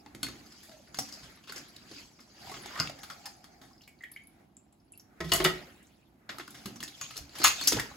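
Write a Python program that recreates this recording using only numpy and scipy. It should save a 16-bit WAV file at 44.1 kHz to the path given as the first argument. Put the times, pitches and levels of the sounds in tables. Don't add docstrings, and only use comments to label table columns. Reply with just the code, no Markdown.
import sys
import numpy as np
from scipy import signal
from scipy.fft import rfft, irfft, next_fast_len
from scipy.io import wavfile
from scipy.ndimage import uniform_filter1d

SR = 44100
rng = np.random.default_rng(int(sys.argv[2]) if len(sys.argv) > 2 else 0)


def master(y):
    cut = np.clip(np.atleast_2d(y).T, -1, 1)
    pcm = np.round(cut * 32767)
    wavfile.write(sys.argv[1], SR, pcm.astype(np.int16))


N = 351036


def amp(db):
    return 10 ** (np.asarray(db) / 20)


def unit(x):
    return x / np.sqrt(np.mean(x ** 2) + 1e-20)


def noise(n):
    return rng.standard_normal(n)


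def flutter(n, size):
    return unit(uniform_filter1d(noise(n), size=size))


def onset(t, rise_s):
    return 1 - np.exp(-t / rise_s)


def along(points, hz):
    f, v = np.transpose(points)
    return np.interp(np.log(hz + 1), np.log(f + 1), v)


def curves(rows):
    s, *cols = np.transpose(rows)
    return [np.interp(np.arange(N) / SR, s, c) for c in cols]


def law(usual_db, slope, over_db):
    return usual_db + slope * over_db


def filtered(x, response):
    n = x.shape[-1]
    m = next_fast_len(n + 4096)
    return irfft(rfft(x, m) * response(np.fft.rfftfreq(m, 1 / SR)), m)[..., :n]


def band(hz, centre_hz, width_hz):
    return 1j * hz * width_hz / (centre_hz ** 2 - hz ** 2 + 1j * hz * width_hz)


def add(track, s, sound, pan_db):
    part = track[:, round(s * SR):][:, :sound.shape[-1]]
    part += sound[..., :part.shape[1]] * amp([[pan_db / 2], [-pan_db / 2]])


# (frequency [Hz], likeness [0-1])
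LIKENESS = [(100, 0.98), (350, 0.81), (700, 0.036), (1300, 0.14), (3000, 0.11), (5000, 0.05)]


def stereo_angle(hz):
    return np.arccos(np.clip(along(LIKENESS, hz), -1, 1)) / 2


def rush(spectrum, patchy_db, grit_db):
    z = signal.stft(rng.standard_normal((2, N)), nperseg=256)[2]
    field = uniform_filter1d(rng.standard_normal(z.shape[1:]), size=4, axis=0)
    field = unit(uniform_filter1d(field, size=10, axis=1))
    pair = signal.istft(z * amp(patchy_db * field), nperseg=256)[1][:, :N]
    pair = pair * amp(grit_db * flutter(N, 120))

    def colour(hz):
        angle = stereo_angle(hz)
        return amp(along(spectrum, hz)) * [np.cos(angle), np.sin(angle)]

    mid, side = filtered(pair, colour)
    return unit(np.array([mid + side, mid - side]))


def crackle(count, centre_hz, spread, cycles, uneven_db):
    when, pitch, size, side = rng.random((count, 4)).T
    hz = centre_hz * np.exp(spread * (2 * pitch - 1))[:, None]
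    k = np.arange(SR // 50)
    tones = np.sin(2 * np.pi * hz * k / SR) * np.exp(-hz * k / SR / cycles)
    grains = amp(-uneven_db * np.log(size + 0.007))[:, None] * tones
    index = ((when * N).astype(int)[:, None] + k).ravel()
    ports = [np.bincount(index, (grains * (0.65 + gain)[:, None]).ravel(), N)[:N]
             for gain in (side, 1 - side)]
    return unit(np.array(ports))


# (frequency [Hz], density [dB per Hz])
HUM_COLOUR = [(25, -16.5), (60, 2.5), (150, 2), (260, 1), (340, 0.5), (450, -15.5), (700, -5.5),
              (1200, -17.5), (3000, -27), (8000, -43.5), (15500, -46.5)]


def hum():
    return amp(-64.5) * rush(HUM_COLOUR, patchy_db=1.0, grit_db=-2.0)


# (time [s], rubbing [dB], stirring of the water [dB])
DRAG_MOVES = [(0, -78, -66), (.16, -78, -63.5), (.29, -55, -57), (.5, -61, -59.5), (.62, -56.5, -63.5),
              (.75, -63, -70), (.93, -68.5, -61.5), (1.0, -53, -59.5), (1.14, -58.5, -57),
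              (1.3, -57, -56.5), (1.46, -68.5, -66.5), (1.57, -48, -49), (1.68, -60, -60),
              (1.85, -60.5, -58.5), (1.99, -46.5, -58.5), (2.14, -70, -67.5), (2.31, -70, -63.5),
              (2.44, -52, -55), (2.56, -45, -56.5), (2.66, -52.5, -50.5), (2.83, -42.5, -47),
              (2.94, -60.5, -57.5), (3.07, -61, -58), (3.28, -59.5, -61.5), (3.44, -71, -65.5),
              (3.65, -83, -63), (3.92, -83, -74.5), (4.2, -75, -73.5), (4.41, -79, -63), (4.51, -88, -80),
              (4.92, -84, -81), (5.1, -103, -66), (5.26, -49, -59.5), (5.38, -32.5, -48.5),
              (5.58, -46.5, -49), (5.75, -64.5, -60), (6.06, -75.5, -75.5), (6.28, -101.5, -63.5),
              (6.32, -55, -50), (6.46, -59, -64), (6.64, -53.5, -58), (6.82, -64, -60.5), (7.0, -47, -60.5),
              (7.15, -48, -62), (7.3, -60, -63), (7.41, -36.5, -46.5), (7.54, -41, -50),
              (7.68, -31.5, -49.5), (7.8, -45, -49.5), (7.96, -55, -54)]
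# (time [s], thin legs on the steel [dB], air under the shells [dB], weight on the bowl [dB])
DRAG_MIX = [(0, 7, 10.5, 3), (.3, -5, 4, 9.5), (.55, -0.5, 1, -1.5), (.8, 0, 2, 1), (1.1, 6, 5, 1.5),
            (1.35, -1.5, -5, 0), (2.0, -1, -10, 1.5), (2.3, 5, -19, -5), (2.45, 0, 15, 3),
            (2.62, -4.5, 4, 1), (2.8, -7, -3, -9), (3.0, 4.5, 12, 0), (3.3, -0.5, 10, -1.5),
            (3.7, 12, 7.5, 2.5), (4.1, -6, 1, -0.5), (5.2, -16.5, 1.5, 1), (5.8, -19.5, -5, 2),
            (6.3, -9, -5, -1.5), (6.7, -5, 9, 1.5), (7.1, -6, -1, -3), (7.5, -1, 6, -4),
            (7.96, -5.5, -7, 3.5)]
# (frequency [Hz], density [dB per Hz])
SCRAPE_COLOUR = [(1500, -21.5), (2300, -3.5), (3200, 1), (4200, -4.5), (6000, -7.5), (8000, -14)]
SLOSH_COLOUR = [(600, -17), (950, -23.5), (1300, -13.5), (2200, -15), (3200, -36)]
SIZZLE_COLOUR = [(6500, -24.5), (8000, -23), (11000, -8), (14000, -28.5), (16000, -17.5)]
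# (frequency [Hz], density [dB per Hz])
HISS_COLOUR = [(3300, -31), (4100, -7.5), (4800, 2), (5400, -5), (6500, -3), (8000, -10.5), (9500, -36.5)]
# (frequency [Hz], density [dB per Hz])
GURGLE_COLOUR = [(400, -17.5), (560, -5.5), (700, 11), (820, 11), (1000, -9.5), (1300, -6.5), (1700, -25)]
# (frequency [Hz], density [dB per Hz])
ROCK_COLOUR = [(25, -24.5), (50, 3.5), (130, -6.5), (220, 4), (320, -0.5), (450, -8), (600, -29.5)]


def drag():
    rub, stir = np.array(curves(DRAG_MOVES)) + 60
    legs, air, weight = curves(DRAG_MIX)
    scrape_db = law(-63.5, 0.83, rub)
    hiss_db = law(-61.5, 0.86, rub) + legs
    sizzle_db = law(-68.5, 0.49, rub)
    slosh_db = law(-63.5, 1.32, stir)
    gurgle_db = law(-70, 0.61, stir) + air
    rock_db = law(-62, 0.43, stir) + weight
    bubbles = crackle(count=2600, centre_hz=1100, spread=0.75, cycles=5.4, uneven_db=4.0)
    leg_ticks = crackle(count=2600, centre_hz=4080, spread=0.628, cycles=6, uneven_db=2.4)
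    return (amp(scrape_db) * rush(SCRAPE_COLOUR, patchy_db=5.0, grit_db=0.0)
            + amp(hiss_db) * rush(HISS_COLOUR, patchy_db=4.5, grit_db=0.5)
            + amp(slosh_db) * rush(SLOSH_COLOUR, patchy_db=2.5, grit_db=-0.5)
            + amp(sizzle_db) * rush(SIZZLE_COLOUR, patchy_db=8.0, grit_db=1.0)
            + amp(slosh_db - 5.0) * bubbles
            + amp(scrape_db - 7.5) * leg_ticks
            + amp(gurgle_db) * rush(GURGLE_COLOUR, patchy_db=2.0, grit_db=-0.5)
            + amp(rock_db) * rush(ROCK_COLOUR, patchy_db=0.0, grit_db=-1.2))


OWN_SHARE = 0.45


def contact(t, life, hard, clack_db, crack_db, shell_hz, shell_db):
    n = len(t)
    rise_s = 0.0017 * amp(-0.74 * hard)
    shape = amp(-60 * t / np.clip(life, .004, .3)) * onset(t, rise_s)
    shape = shape * (amp(2.14 * flutter(n, 130)) + np.exp(-t / 0.0071))
    push = 3.6 * (np.arange(n) == SR // 1000)

    def colour(f):
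        return (1.16 * band(f, 3225, 2000) ** 2
                + 2.0 * amp(clack_db) * band(f, 1690, 1900) ** 2
                + 0.99 * amp(crack_db) * band(f, 4570, 2000) ** 2
                + amp(shell_db) * band(f, shell_hz, shell_hz / 8.85))

    chatter = noise(n) + OWN_SHARE * noise(n) * [[1], [-1]]
    body = filtered(shape * chatter + push, colour)
    tick_gain = 1.19 * amp(law(-13.5, 1.49, hard))
    tick = (0.53 * shape ** 0.31 + 1.17 * shape ** 0.92) * noise(n)
    return body + filtered(tick, lambda f: tick_gain * band(f, 9290, 8300) ** 2)


def vessel_ring(t, modes, db, low_db, clack_db, crack_db, blur):
    hz, level, t60 = np.transpose(modes)[:, :, None]
    drive = np.select([hz < 500, hz < 2300, hz < 4250], [low_db, clack_db, 0], crack_db)
    drive = drive + rng.normal(0, 5.34, hz.shape)
    drive = drive + (hz > 2300) * (0.33 * (db + 13.0) - 0.5)
    steps = rng.standard_normal((len(hz), len(t) // 8 + 1))
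    wander = blur * np.sqrt(hz / SR) * np.cumsum(steps, axis=1)
    phase = 2 * np.pi * hz * t + np.repeat(wander, 8, axis=1)[:, :len(t)]
    ring = amp(level + drive - 60 * t / t60) * np.sin(phase)
    ports = 1 + OWN_SHARE * (hz.T > 500) * rng.uniform(-1, 1, hz.T.shape) * [[1], [-1]]
    return (ports @ ring) * onset(t, 0.0015)


def thud(t, db, hz, base_t60_s):
    shake = 0.81 * flutter(len(t), 300)
    fade = amp(db + 16.0 - 60 * t / (base_t60_s + 5.3 / hz))
    return fade * np.sin(2 * np.pi * hz * t + shake - shake[0]) * onset(t, 0.0013)


def knocks(table, modes, ring_db, boom_db, blur, thud_s):
    out, t = np.zeros((2, N)), np.arange(SR * 2 // 5) / SR
    for s, db, thud_db, thud_hz, treble_db, shell_hz, shell_db, life in table:
        hard = treble_db + 10
        clack_db, crack_db = law(-2, -0.49, hard), law(-3.5, 0.47, hard)
        hit = contact(t, life, hard, clack_db, crack_db, shell_hz, shell_db)
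        ring = vessel_ring(t, modes, db, thud_db + boom_db, clack_db, crack_db, blur)
        sound = hit + thud(t, thud_db, thud_hz, thud_s) + amp(ring_db) * ring
        add(out, s, amp(db - 7.5) * sound, pan_db=0.8)
    return out


# (time [s], relative level [dB], relative thud [dB], thud pitch [Hz],
# relative treble [dB], shell pitch [Hz], relative shell level [dB], contact t60 [s])
BOWL_CONTACTS = [(0.061, -36.5, -17, 310, -18, 865, 21, 0.021),
                 (0.148, -33, -15.5, 314, -8, 2100, 7, 0.026), (0.23, -17.5, -25, 275, -5, 3600, 0, 0.026),
                 (0.247, -36, -8, 264, -12, 3400, 10, 0.033), (0.265, -34, -23, 231, -10, 2170, 17, 0.042),
                 (0.285, -28, -17, 297, -10, 1330, 4.5, 0.026),
                 (0.462, -50, -11.5, 300, -14, 4850, 19, 0.036),
                 (0.521, -40.5, -37, 292, -9.5, 4960, 7, 0.046),
                 (0.63, -51, -27, 242, -0.5, 1820, 12, 0.25),
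                 (0.693, -42.5, -15.5, 220, -8.5, 660, 16, 0.029),
                 (0.712, -47.5, -29, 180, -11, 636, 20, 0.33), (0.873, -50, -26, 217, -18, 1450, 12, 0.069),
                 (0.944, -27, -28, 128, -10.5, 4400, -6, 0.03),
                 (0.971, -40, -15, 251, -3.5, 4230, 10.5, 0.035),
                 (0.9865, -28, -19, 231, -6, 760, 27.5, 0.022), (0.987, -27, -20, 237, -5, 5540, 14, 0.1),
                 (1.085, -39, -20.5, 288, -8.5, 5040, 9, 0.088),
                 (1.123, -43, -25, 246, -6.5, 5100, 18, 0.21),
                 (1.232, -41.5, -11, 124, -12, 3580, -5, 0.22),
                 (1.373, -41.5, -22, 250, -26, 1210, 16, 0.03),
                 (1.437, -49.5, -21, 250, -9, 2880, 11, 0.13),
                 (1.473, -41.5, -30, 298, -11, 2770, 10, 0.29),
                 (1.494, -30, -23, 416, -17, 4100, 11, 0.043),
                 (1.522, -35.5, -27, 263, -1.5, 1590, 17, 0.033),
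                 (1.56, -38.5, -13, 400, -5.5, 5400, 13.5, 0.07),
                 (1.578, -40.5, -27, 222, -5, 5250, 17, 0.06), (1.763, -51, -9, 72, 0, 4200, 26.5, 0.029),
                 (1.913, -38.5, -9.5, 309, -20, 4400, 20.5, 0.029),
                 (2.189, -49, -11, 205, -23, 1300, 18.5, 0.087),
                 (2.203, -48.5, -11, 222, -7, 5050, 13.5, 0.11),
                 (2.416, -54, -20, 229, -17, 4400, 27.5, 0.073), (2.436, -50, -22, 151, -18, 720, 14, 0.06),
                 (2.469, -48, -8, 130, -7, 826, 28, 0.17), (2.495, -33.5, -22, 304, -12, 740, 21.5, 0.038),
                 (2.515, -34.5, -13.5, 406, -8, 1140, 19, 0.05),
                 (2.54, -29.5, -24, 135, -23, 1100, 10, 0.045), (2.565, -37, -16, 385, -14, 1750, 12, 0.05),
                 (2.582, -47, -8, 376, -16, 1050, 14, 0.04), (2.634, -39, -33.5, 300, -18, 1650, 14, 0.057),
                 (2.658, -28.5, -23, 372, -8.5, 755, 19, 0.03), (2.7, -41, -20, 250, -12, 1400, 12, 0.05),
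                 (2.728, -45, -24, 250, -12, 1350, 17, 0.066),
                 (2.755, -36.5, -26, 250, -13, 1870, 16, 0.044),
                 (2.775, -33, -21, 252, -11, 1250, 20, 0.079), (2.791, -27, -29, 495, -16, 1450, 20, 0.044),
                 (2.799, -18.5, -18.5, 139, -23, 4850, 24.5, 0.021),
                 (2.805, -26, -16.5, 140, -8, 1300, 20.5, 0.032),
                 (2.822, -44, -19, 135, -16, 1200, 16, 0.04), (2.873, -32, -23, 95, -8, 2550, 23, 0.015),
                 (2.896, -30.5, -21, 305, -8.5, 680, 23, 0.027),
                 (2.988, -38, -18.5, 260, -9.5, 804, 8, 0.039),
                 (3.032, -32.5, -24.5, 210, -8.5, 1320, 10, 0.098),
                 (3.099, -32.5, -25, 174, -11, 1340, 10, 0.14),
                 (3.256, -29.5, -33, 67.3, -8, 5060, 8, 0.082),
                 (3.441, -39, -19.5, 184, -9, 1340, 6, 0.059), (3.614, -44, -14, 241, -10, 3860, -19, 0.35),
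                 (6.291, -28, -31, 296, -23, 1920, 3, 0.1), (6.3, -33, -18, 301, -20, 3500, 15, 0.036),
                 (6.384, -30, -24, 366, -5, 1330, 15, 0.023), (6.396, -29.5, -18, 392, -19, 1900, 9, 0.058),
                 (6.406, -40, -19.5, 302, -16, 3400, 17.5, 0.035),
                 (6.477, -36, -18.5, 247, -6, 1410, 19.5, 0.024),
                 (6.506, -51.5, -3, 218, 4.5, 5820, 3, 0.047), (6.544, -40, -18, 211, -9, 2050, 0, 0.35),
                 (6.657, -27, -14, 204, -6, 3570, -7, 0.043), (6.675, -48, -3, 245, -14, 600, 18, 0.041),
                 (6.758, -40.5, -6.5, 237, -10, 5800, 14, 0.066),
                 (6.803, -31.5, -17.5, 230, -8.5, 3070, 8, 0.057),
                 (6.828, -23, -27, 293, -3, 1780, 11, 0.01), (6.834, -34, -25, 293, -3, 5070, 15, 0.054),
                 (6.878, -43.5, -13, 318, -1.5, 3660, 20, 0.072),
                 (7.008, -47, -34, 141, -17, 2000, 8, 0.024),
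                 (7.012, -22.5, -34, 139, -7.5, 1490, -0.5, 0.027),
                 (7.037, -46, -9, 121, -7, 3820, 21, 0.05), (7.107, -33, -25, 125, -9, 2570, 10, 0.039),
                 (7.158, -38.5, -18.5, 400, -10, 4400, 11, 0.1),
                 (7.167, -35, -30, 300, -2, 4460, 14.5, 0.046),
                 (7.176, -32, -26, 306, -3, 5500, 11.5, 0.037),
                 (7.187, -36.5, -15, 74, -8, 695, 15.5, 0.043), (7.21, -53.5, 6, 63, -8, 5250, 6, 0.045),
                 (7.293, -47, -13, 303, -7, 4200, 16, 0.027), (7.353, -33, -27, 253, -9.5, 2780, -4, 0.15),
                 (7.385, -37.5, -23, 393, -0.5, 4230, 12, 0.065),
                 (7.4, -32, -8.5, 333, -7, 740, 22.5, 0.041),
                 (7.416, -23.5, -22, 257, -17, 4200, 11, 0.055),
                 (7.433, -20.5, -37, 382, -10, 4440, 10, 0.084),
                 (7.44, -10.5, -41, 75.4, -2.5, 4700, -19, 0.074),
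                 (7.4455, -4, -46, 131, -21, 1227, 21, 0.019), (7.453, -9, -58, 135, -12, 1210, -1, 0.08),
                 (7.468, -14.5, -36, 212, -16, 1100, 8, 0.08), (7.472, -19, -42, 200, -3, 6700, 1, 0.045),
                 (7.479, -19.5, -34, 61.9, -5, 4300, 15, 0.025),
                 (7.487, -32, -38.5, 200, -16, 2750, 10, 0.03),
                 (7.503, -28.5, -42, 200, -22, 2590, 23, 0.067),
                 (7.612, -19, -31, 302, -7.5, 4260, -13, 0.019),
                 (7.637, -34, -17, 200, -0.5, 3600, 9, 0.066), (7.673, -21, -21.5, 314, 3, 5100, 19, 0.062),
                 (7.678, -23, -31, 302, -2.5, 5600, 22, 0.043), (7.682, -25, -35, 298, -1, 6100, 22, 0.042),
                 (7.689, -38, -35, 300, -2, 6800, 14, 0.05), (7.721, -13.5, -16.5, 397, -7, 5200, 7, 0.04),
                 (7.729, -23, -20, 326, -6, 3500, 15, 0.036),
                 (7.744, -33.5, -3.5, 113, -14, 1700, 24, 0.045),
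                 (7.766, -25, -10, 441, -11.5, 860, 14, 0.16),
                 (7.796, -22.5, -26, 278, -5.5, 1880, 17, 0.047)]
# (frequency [Hz], relative level [dB], t60 [s])
BOWL_MODES = [(55, -5, 0.13), (128, 4.5, 0.26), (288, 5, 0.42), (676, -5, 0.045), (1082, -4, 0.1),
              (1284, 2, 0.036), (1442, -7.5, 0.056), (2100, -6.5, 0.13), (2470, -7, 0.13),
              (2620, -12, 0.24), (2780, -2.5, 0.11), (3480, -5, 0.076), (4200, -17, 0.12), (4350, -1, 0.14),
              (4700, -7, 0.079), (5221, -16, 0.067), (5530, -5, .08), (6200, -12, 0.22), (6670, 0, 0.22),
              (7494, -14, 0.19), (8000, -10, .1)]


def bowl_knocks():
    return knocks(BOWL_CONTACTS, BOWL_MODES, ring_db=-13.0, boom_db=5.5, blur=0.87, thud_s=0.055)


# (frequency [Hz], t60 [s])
KITCHEN_DECAY = [(100, 0.36), (1000, 0.22), (5000, 0.27), (14000, 0.18)]


def kitchen(x):
    step, out = SR // 10, np.zeros((2, N + SR))
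    tail_noise = rng.standard_normal((N // step + 1, 2, SR // 2))
    hz, t, z = signal.stft(tail_noise, SR, nperseg=256)
    angle = stereo_angle(hz)[:, None]
    mid, side = z[:, 0] * np.cos(angle), z[:, 1] * np.sin(angle)
    fade = amp(-60 * t / along(KITCHEN_DECAY, hz)[:, None])
    tails = signal.istft(np.array([mid + side, mid - side]) * fade, SR, nperseg=256)[1]
    tails = tails / np.sqrt(np.mean(np.sum(tails ** 2, axis=2)))
    for k in range(tails.shape[1]):
        piece = x.mean(0)[None, k * step:(k + 1) * step]
        answer = signal.fftconvolve(piece, tails[:, k], axes=1)
        out[:, k * step + 200:][:, :answer.shape[1]] += answer
    return out[:, :N]


# (time [s], relative level [dB], first pitch [Hz], last pitch [Hz], length [s])
AIR_POCKETS = [(0.683, -56, 612, 656, 0.031), (0.755, -56.5, 622, 635, 0.025),
               (0.795, -53.5, 600, 636, 0.017), (2.731, -42.5, 1050, 1321, 0.13),
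               (3.24, -51, 792, 750, 0.053), (6.671, -45.5, 428, 235, 0.045),
               (7.717, -32.5, 484, 144, 0.039), (7.767, -37.5, 705, 1050, 0.02),
               (7.783, -34.5, 1006, 1870, 0.012)]


def glugs():
    out = np.zeros((2, N))
    for s, db, first_hz, last_hz, length in AIR_POCKETS:
        u = np.arange(0, 1, 1 / (length * SR))
        shake = flutter(len(u), 70)
        pitch = first_hz * (last_hz / first_hz) ** u * (1 + 0.096 * shake)
        swell = amp(db + 3.5 * shake) * np.sin(np.pi * u) ** 0.43
        add(out, s, swell * np.sin(2 * np.pi * np.cumsum(pitch) / SR), pan_db=0)
    return out


# (time [s], relative level [dB], bubble pitch [Hz], bubble t60 [s], relative splash [dB])
DROPS = [(3.71, -47, 1030, 0.024, -15), (3.732, -51, 4950, 0.024, -21), (3.779, -54, 4980, 0.04, -12),
         (3.809, -45, 2860, 0.011, -1), (3.817, -47, 5060, 0.0081, 6.5), (3.834, -56.5, 4030, 0.018, 15),
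         (3.876, -39, 2250, 0.024, 8), (3.891, -51, 7860, 0.006, 2), (3.988, -57, 4200, 0.012, 5),
         (4.007, -42.5, 1945, 0.059, -5), (4.024, -42, 7300, 0.0032, -5), (4.036, -27.5, 1867, 0.026, -5),
         (4.039, -33, 3190, 0.0078, -15), (4.116, -35, 10650, 0.0063, 0.5), (4.137, -57, 4470, 0.015, 8),
         (4.046, -41, 2290, 0.02, -15), (4.162, -28.5, 2177, 0.02, -10), (4.172, -42.5, 2980, 0.024, -20),
         (4.197, -43, 2100, 0.03, -9), (4.214, -55, 2260, 0.034, -12), (4.22, -60, 6760, 0.014, -5),
         (4.237, -43, 10500, 0.0038, -18), (4.272, -38.5, 10700, 0.0076, -11),
         (4.568, -36.5, 7400, 0.011, -9.5), (4.725, -71.5, 8200, .005, 23), (4.8, -58, 5030, 0.007, 0),
         (4.921, -36.5, 9860, 0.013, -22), (4.926, -44, 7450, 0.011, -10), (4.935, -50.5, 2650, 0.056, -15),
         (4.952, -59, 10500, .005, -14), (4.955, -46, 4450, 0.0051, -14), (4.976, -32, 10900, 0.0048, -9),
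         (4.996, -52, 5560, 0.016, 12.5), (5.762, -55, 7500, 0.014, -10), (5.828, -53.5, 8100, .006, 6),
         (5.868, -60, 6570, 0.019, 11)]
# (pitch [Hz], width [Hz], relative level [dB])
BOWL_HOLLOW = [(1770, 130, -6.5), (2226, 130, -2)]


def hollow_song(t, drop_hz):
    song = np.zeros(len(t))
    for centre, width, level in BOWL_HOLLOW:
        nearness = abs(band(drop_hz, centre, 0.31 * centre)) ** 2
        tone = unit(filtered(noise(len(t)), lambda f: band(f, centre, width) ** 2))
        song += amp(level) * nearness * tone
    return song * amp(-22 - 60 * t / 0.32) * onset(t, 0.0067)


def drips():
    out, t = np.zeros((2, N)), np.arange(SR // 4) / SR
    for s, db, hz, life, splash_db in DROPS:
        phase = 2 * np.pi * hz * (t + 0.063 * t * t / life) + 0.42 * flutter(len(t), 90)
        bubble = np.sin(phase) * amp(-60 * t / np.clip(life, .002, .2)) * onset(t, 3 / hz)
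        splash = amp(splash_db - 60 * t / 0.041) * onset(t, 0.0013) * noise(len(t))
        splash = filtered(splash, lambda f: band(f, 1.05 * hz, 0.4 * hz) ** 2 + 0.17)
        add(out, s, amp(db) * (bubble + hollow_song(t, hz) + splash), pan_db=0)
        add(out, s + 0.0054, amp(db - 11.5) * bubble, pan_db=0)
    return out


# (time [s], relative level [dB], relative thud [dB], thud pitch [Hz],
# relative treble [dB], shell pitch [Hz], relative shell level [dB], contact t60 [s])
POT_CONTACTS = [(5.204, -27, -13, 364, -14.5, 1750, 10, 0.075),
                (5.243, -40, -10.5, 163, -7.5, 3300, 4.5, 0.14),
                (5.291, -40.5, -15, 352, -10, 3950, 4.8, 0.32),
                (5.318, -12.5, -28.5, 170, -8, 4260, 1.3, 0.08),
                (5.334, -23.5, -15.5, 140, 3.5, 1250, 3.6, 0.06),
                (5.347, -22, -27, 170, -11.5, 7000, 6.7, 0.16), (5.36, -24, -32, 164, -1.5, 715, 4, 0.047),
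                (5.401, -18.5, -18.5, 357, -19, 652, 21.3, 0.038),
                (5.442, -23, -18.5, 178, 1, 3300, 5, 0.054),
                (5.447, -11.5, -29.5, 364, -9.5, 1895, 13.8, 0.052),
                (5.452, -16, -18.5, 164.5, -10.5, 3000, 5.9, 0.029),
                (5.457, -20.5, -17, 354, -20, 707, 16, 0.046)]
# (frequency [Hz], relative level [dB], t60 [s])
POT_MODES = [(49.9, -12.5, 0.39), (68, -16, 0.5), (163.9, -6.5, 0.35), (367, -0.5, 0.21), (589, -13, 0.2),
             (669, -4, 0.18), (900, -13.5, 0.1), (1080, -11.5, 0.22), (1290, -6, 0.17), (1423, -17, 0.22),
             (1936, -11, .1), (1926, -5.5, 0.16), (2190, -7.5, 0.11), (2530, -14.5, 0.18),
             (2955, -4.5, 0.092), (3478, -12.5, 0.14), (4400, -4.5, 0.12), (4930, -11, 0.15),
             (6550, -12.5, 0.15), (7300, -15, 0.1)]


def pot_knocks():
    return knocks(POT_CONTACTS, POT_MODES, ring_db=-6.5, boom_db=18.5, blur=1.22, thud_s=0.064)


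def scene():
    hits = bowl_knocks() + pot_knocks()
    water = drips() + glugs()
    answer = kitchen(amp(-5.0) * hits + amp(-4.5) * water)
    return hits + water + answer + drag() + hum()


def record(dry):
    def share(hz):
        return .6 / (1 + (6200 / (hz + 1)) ** 16)

    def left_tone(hz):
        bass_db = -3 / (1 + (hz / 600) ** 2)
        return amp(bass_db + 2.2 * np.exp(-((hz - 4300) / 900) ** 2))

    def right_phase(hz):
        treble = 2 * np.pi * (hz - 7000) / 4400 / (1 + (5300 / (hz + 1)) ** 24)
        lead = 0.7 * np.exp(-((hz - 1600) / 450) ** 2)
        lag = 0.7 * np.exp(-((hz - 2900) / 650) ** 2)
        return np.exp(1j * (treble + lead - lag))

    def phone_range(hz):
        return 1 / (1 + (hz / 15800) ** 80) / (1 + (36 / (hz + 1)) ** 4)

    blend = filtered(dry, lambda hz: 1 - share(hz)) + filtered(dry.mean(0), share)
    both = np.array([filtered(blend[0], left_tone), filtered(blend[1], right_phase)])
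    return filtered(both, phone_range)


dry = scene()
out = record(dry)
master(out)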